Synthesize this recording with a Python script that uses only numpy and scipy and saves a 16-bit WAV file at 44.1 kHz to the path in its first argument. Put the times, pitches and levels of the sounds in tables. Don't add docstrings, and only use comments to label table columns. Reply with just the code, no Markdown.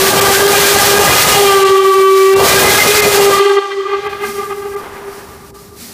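import sys
import numpy as np
from scipy import signal
from scipy.fft import rfft, irfft, next_fast_len
from scipy.io import wavfile
from scipy.ndimage import uniform_filter1d

SR = 44100
rng = np.random.default_rng(int(sys.argv[2]) if len(sys.argv) > 2 else 0)


def pcm_store(signal):
    levels = np.round(np.clip(np.atleast_2d(signal), -1, 1) * 32767)
    wavfile.write(sys.argv[1], SR, levels.astype(np.int16).T)


N = 261513
TIME = np.arange(N) / SR
SHUT_S = 3.43
BREAK_S = 0.054
JET_RISE_S, JET_FALL_S = 0.12, 0.32


def from_db(db):
    return 10 ** (np.asarray(db) / 20)


def rms_one(x):
    return x / np.sqrt(np.mean(x ** 2) + 1e-20)


def at_hz(points, hz):
    freqs, values = np.transpose(points)
    return np.interp(np.log(hz + 1e-9), np.log(freqs), values)


def drift(rate_hz):
    step, warm_up = 20, 4000
    pole = np.exp(-2 * np.pi * rate_hz * step / SR)
    noise = rng.standard_normal(N // step + warm_up + 2)
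    slow = signal.lfilter([1], [1, -2 * pole, pole * pole], noise)[warm_up:]
    return np.interp(np.arange(N) / step, np.arange(len(slow)), rms_one(slow))


def turbulence(spectrum, flutter_db, flutter_hz):
    size = next_fast_len(N)
    colour = from_db(at_hz(spectrum, np.fft.rfftfreq(size, 1 / SR)))
    noise = irfft(rfft(rng.standard_normal(size)) * colour, size)[:N]
    return rms_one(noise * from_db(flutter_db * drift(flutter_hz)))


def held(spans, rise_s, fall_s):
    ramps = [np.minimum(1 + (TIME - start) / rise_s, 1 - (TIME - end) / fall_s)
             for start, end, *_ in spans]
    return np.clip(np.max(ramps, axis=0), 0, 1)


def bursts(rows, rise_s, decay_s):
    return sum(from_db(db) * np.clip(1 + (TIME - at) / rise_s, 0, 1)
               * np.exp(-np.maximum(TIME - at, 0) / decay_s) for at, db in rows)


def between(overblown, clear_db, blown_db):
    return clear_db + (blown_db - clear_db) * overblown


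def valve(fade_s, shut_s=SHUT_S):
    return np.clip((shut_s - TIME) / fade_s, 0, 1)


# f/Hz, level/dB
RUMBLE_SPECTRUM = [(25, -29), (55, 1), (90, 2.5), (160, -2.5), (240, -4), (320, -2.5), (600, -12),
                   (1200, -16.5), (2500, -40), (8000, -54)]

def boiler_rumble(level_db=-40.5):
    return from_db(level_db) * turbulence(RUMBLE_SPECTRUM, flutter_db=0.8, flutter_hz=22)


# f/Hz, level/dB
PUFF_SPECTRUM = [(110, 5), (250, 5), (400, 13.5), (600, 8), (950, 12.5), (1700, 7), (2400, 0.5), (3500, -7),
                 (8000, -20)]
# t/s, level/dB
PUFFS = [(4.85, -29), (5.05, -41), (5.21, -43.5)]

def steam_puffs():
    envelope = bursts(PUFFS, rise_s=0.11, decay_s=0.25)
    return envelope * turbulence(PUFF_SPECTRUM, flutter_db=1, flutter_hz=23)


# f/Hz, level/dB
LEAK_SPECTRUM = [(500, -9), (2000, 0.5), (3200, -3), (4300, 2.5), (5600, 2.5), (5800, 4), (6000, 0.5),
                 (10000, 0.5), (13000, -0.5), (15500, -3)]
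# f/Hz, level/dB
CASING_SPECTRUM = [(120, -27), (195, -8), (232, 3), (265, -14), (400, -31)]
# t/s, level/dB
SPURTS = [(4.27, -32), (5.82, -34.5)]

def cylinder_leak(leak_db=-42.5, casing_db=-6):
    flow = from_db(leak_db) + bursts(SPURTS, rise_s=0.064, decay_s=0.21)
    sizzle = turbulence(LEAK_SPECTRUM, flutter_db=1.5, flutter_hz=9)
    hum = from_db(casing_db) * turbulence(CASING_SPECTRUM, flutter_db=1, flutter_hz=12)
    return flow * (sizzle + hum)


# f/Hz, t/s
HALL_T60 = [(100, 7), (400, 3.5), (1200, 3.5), (2500, 2.5), (5000, 1.52), (9000, 0.8), (14000, 0.8)]
# f/Hz, level/dB
HALL_RETURN = [(100, -25), (400, -21), (1200, -19.5), (2500, -17.5), (5000, -8), (9000, 0), (14000, -4.5)]
# t/s, level/dB
WALL_ECHOES = [(.13, 17), (0.298, 15), (0.408, 12), (1.5, -5)]

def station(x, build_s=0.016, scatter_s=0.095, echo_cut_hz=3500, waver_s=0.00018):
    length = 3 * SR
    hz, t, frames = signal.stft(rng.standard_normal(length), SR, nperseg=256)
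    hz = hz[:, None]
    decay = from_db(-60 * t / at_hz(HALL_T60, hz)) * (1 - np.exp(-t / build_s))
    decay /= np.sqrt(np.mean(decay ** 2, axis=1, keepdims=True) * length)
    echoes = sum(from_db(db) * np.exp(-((t - at) / scatter_s) ** 2) for at, db in WALL_ECHOES)
    dull_echoes = echoes / (1 + (hz / echo_cut_hz) ** 2)
    colour = from_db(at_hz(HALL_RETURN, hz))
    response = signal.istft(frames * decay * (1 + dull_echoes) * colour, SR)[1]
    rising = np.interp(TIME + waver_s * drift(9), TIME, x)
    return signal.fftconvolve(rising, response)[:N]


# t/s, length/s, lower edge f/Hz
TREBLE_DIPS = [(0.206, 0.01, 2860), (0.474, 0.0048, 3360), (0.989, 0.005, 3030), (1.644, 0.0092, 4070),
               (2.351, 0.017, 4080), (3.013, 0.012, 4000), (4.084, 0.016, 5000), (4.757, 0.0082, 2400),
               (5.526, 0.034, 1410)]

def treble_dips(x, depth_db=17.5):
    hz, t, frames = signal.stft(x, SR, nperseg=256)
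    dipped = 0
    for at, length, edge_hz in TREBLE_DIPS:
        treble = 1 - 1 / (1 + (hz / edge_hz) ** 4)
        moment = np.exp(-(2 * (t - at) / length) ** 4)
        dipped += np.outer(treble, moment)
    return signal.istft(frames * from_db(-depth_db * dipped), SR)[1][:N]


# note breaks t/s, note returns t/s, extra pressure level/dB
BLASTS = [(0.0, 1.377, 3.5), (2.441, 3.155, 3)]

def steam_pressure(opening_s=1.22, opening_db=24, ebb_s=0.45):
    surge_db = sum(db * held([(start, end)], BREAK_S, ebb_s) for start, end, db in BLASTS)
    return from_db(surge_db - opening_db * np.clip(1 - TIME / opening_s, 0, 1))


# f/Hz, level/dB
HISS_SPECTRUM = [(200, -16), (550, 1), (900, -5), (1600, 4.5), (2600, 1), (4000, 2), (6500, -0.5),
                 (10500, -3.5), (12800, -3), (15000, -4.5)]

def jet_hiss():
    level_db = between(held(BLASTS, BREAK_S, JET_FALL_S), clear_db=-1.5, blown_db=10)
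    return from_db(level_db) * turbulence(HISS_SPECTRUM, flutter_db=2.6, flutter_hz=12.6)


# f/Hz, level/dB
ROAR_SPECTRUM = [(25, -26), (60, -4), (120, 0), (280, -1.5), (520, 4), (720, 0.5), (1000, -1), (2000, -21),
                 (4000, -23.5), (15000, -27)]
# t/s, level/dB
SPITS = [(1.70, 2), (1.85, -8), (2.0, -8), (3.3, 4.5)]

def jet_roar(overblown):
    roaring = 1 - (1 - overblown) ** 2
    swell = from_db(between(roaring, clear_db=-15.5, blown_db=5.5))
    spits = bursts(SPITS, rise_s=0.02, decay_s=0.021)
    return (swell + spits) * turbulence(ROAR_SPECTRUM, flutter_db=1.8, flutter_hz=19)


# start t/s, end t/s
CHOKES = [(.12, 0.2), (.79, 0.86), (1.05, 1.35), (2.5, 2.86)]

def fundamental_gain(sputter_db=3.5, choke_db=15):
    broken = held(BLASTS, BREAK_S, fall_s=0.021)
    level_db = between(broken, clear_db=13, blown_db=7) + sputter_db * broken * drift(14)
    return from_db(level_db - choke_db * held(CHOKES, rise_s=0.027, fall_s=0.027))


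# harmonic number, level/dB at rest pitch, level/dB pushed sharp
OVERTONES = [(2, -36, -23), (4, -33.5, -23.5), (5, -28.5, -24), (6, -27, -23.5), (7, -31, -27.5),
             (8, -33, -29), (9, -37, -34.5), (10, -41, -37.5), (11, -41, -35.5)]
# start t/s, end t/s
CATCHES = [(1.493, 2.173), (3.339, 3.5)]

def upper_partials(phase, sharp, rough, closing, overtone_db=18.5, flutter_db=4.6, flare_db=5):
    caught = held(CATCHES, rise_s=0.03, fall_s=0.08)
    flare = from_db(flare_db * bursts([(start, 0) for start, _ in CATCHES], rise_s=0.03, decay_s=0.07))
    partials = [(3, from_db(1 + 8 * caught))]
    for harmonic, rest_db, sharp_db in OVERTONES:
        level_db = overtone_db + between(sharp, rest_db, sharp_db) + flutter_db * drift(5.3)
        partials.append((harmonic, from_db(level_db) * valve(fade_s=0.03)))
    fray = np.clip(0.028 + 0.83 * np.maximum(rough * (1 - caught), closing), 0, 1)
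    tone = np.zeros(N)
    for harmonic, gain in partials:
        rasp = (drift(45) + 1j * drift(45)) / np.sqrt(2)
        wobble = np.sqrt(1 - fray ** 2) + fray * rasp
        tone += (flare if harmonic > 2 else 1) * gain * np.imag(wobble * np.exp(1j * harmonic * phase))
    return tone


# t/s, f/Hz
PITCH_CURVE = [(0, 381.2), (0.12, 396.7), (0.3, 396.1), (0.5, 403.3), (0.9, 404.6), (1.25, 409.2),
               (1.42, 404.5), (1.52, 394.3), (1.67, 385.3), (2.0, 385.2), (2.28, 385.3), (2.37, 389.9),
               (2.46, 400.0), (2.68, 411.0), (2.98, 416.7), (3.12, 403.7), (3.25, 399.5), (3.38, 397.1)]

def whistle(overblown, rest_hz=383.8, sharp_span_hz=11, sag_hz=10.38, sag_db=9.5):
    rough = overblown ** 2
    closing = 1 - valve(fade_s=0.1288)
    pitch_hz = np.interp(TIME, *np.transpose(PITCH_CURVE)) - sag_hz * closing
    sharp = np.clip((pitch_hz - rest_hz) / sharp_span_hz, 0, 1)
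    low_gain = fundamental_gain()
    jitter = (0.0011 + 0.01118 * rough + 0.0177 * closing) * drift(56.5)
    phase = 2 * np.pi * np.cumsum(pitch_hz * (1 + jitter)) / SR
    tone = low_gain * np.sin(phase) + upper_partials(phase, sharp, rough, closing)
    return np.sqrt(2) * tone * from_db(-sag_db * closing) * valve(fade_s=0.15, shut_s=SHUT_S + 0.14)


def scene(hiss_send_db=-6.5, roar_send_db=-18, beat_db=3.5):
    overblown = held(BLASTS, JET_RISE_S, JET_FALL_S)
    pressure = steam_pressure()
    flow = pressure * valve(fade_s=0.034)
    roar = flow * jet_roar(overblown)
    hiss = flow * jet_hiss()
    note = pressure * whistle(overblown)
    note_ring = station(note)
    steam_ring = station(from_db(hiss_send_db) * hiss + from_db(roar_send_db) * roar)
    beating = from_db(beat_db * drift(11.8) * (1 - valve(fade_s=0.12)))
    hall = steam_ring + note_ring * beating
    engine = cylinder_leak() + boiler_rumble() + steam_puffs()
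    return np.tile(treble_dips(engine + hall + hiss + roar + note), (2, 1))


def gain_control(x, limit_db=-6.5, detector_s=0.018, release_db_per_s=60, squeeze=0.96):
    peaks = uniform_filter1d(x[0] ** 4, int(detector_s * SR))
    level_db = 5 * np.log10(np.abs(peaks) + 1e-12)
    over_db = np.maximum(level_db - limit_db, 0)
    release_db = release_db_per_s * TIME
    held_db = np.maximum.accumulate(over_db + release_db) - release_db
    return x * from_db(-squeeze * held_db)


def record(dry, cutoff_hz=15380):
    levelled = gain_control(dry)
    rounded = levelled / (1 + levelled ** 8) ** (1 / 8)
    return signal.sosfilt(signal.ellip(12, 0.1, 70, cutoff_hz, fs=SR, output="sos"), rounded)


dry = scene()
out = record(dry)
pcm_store(out)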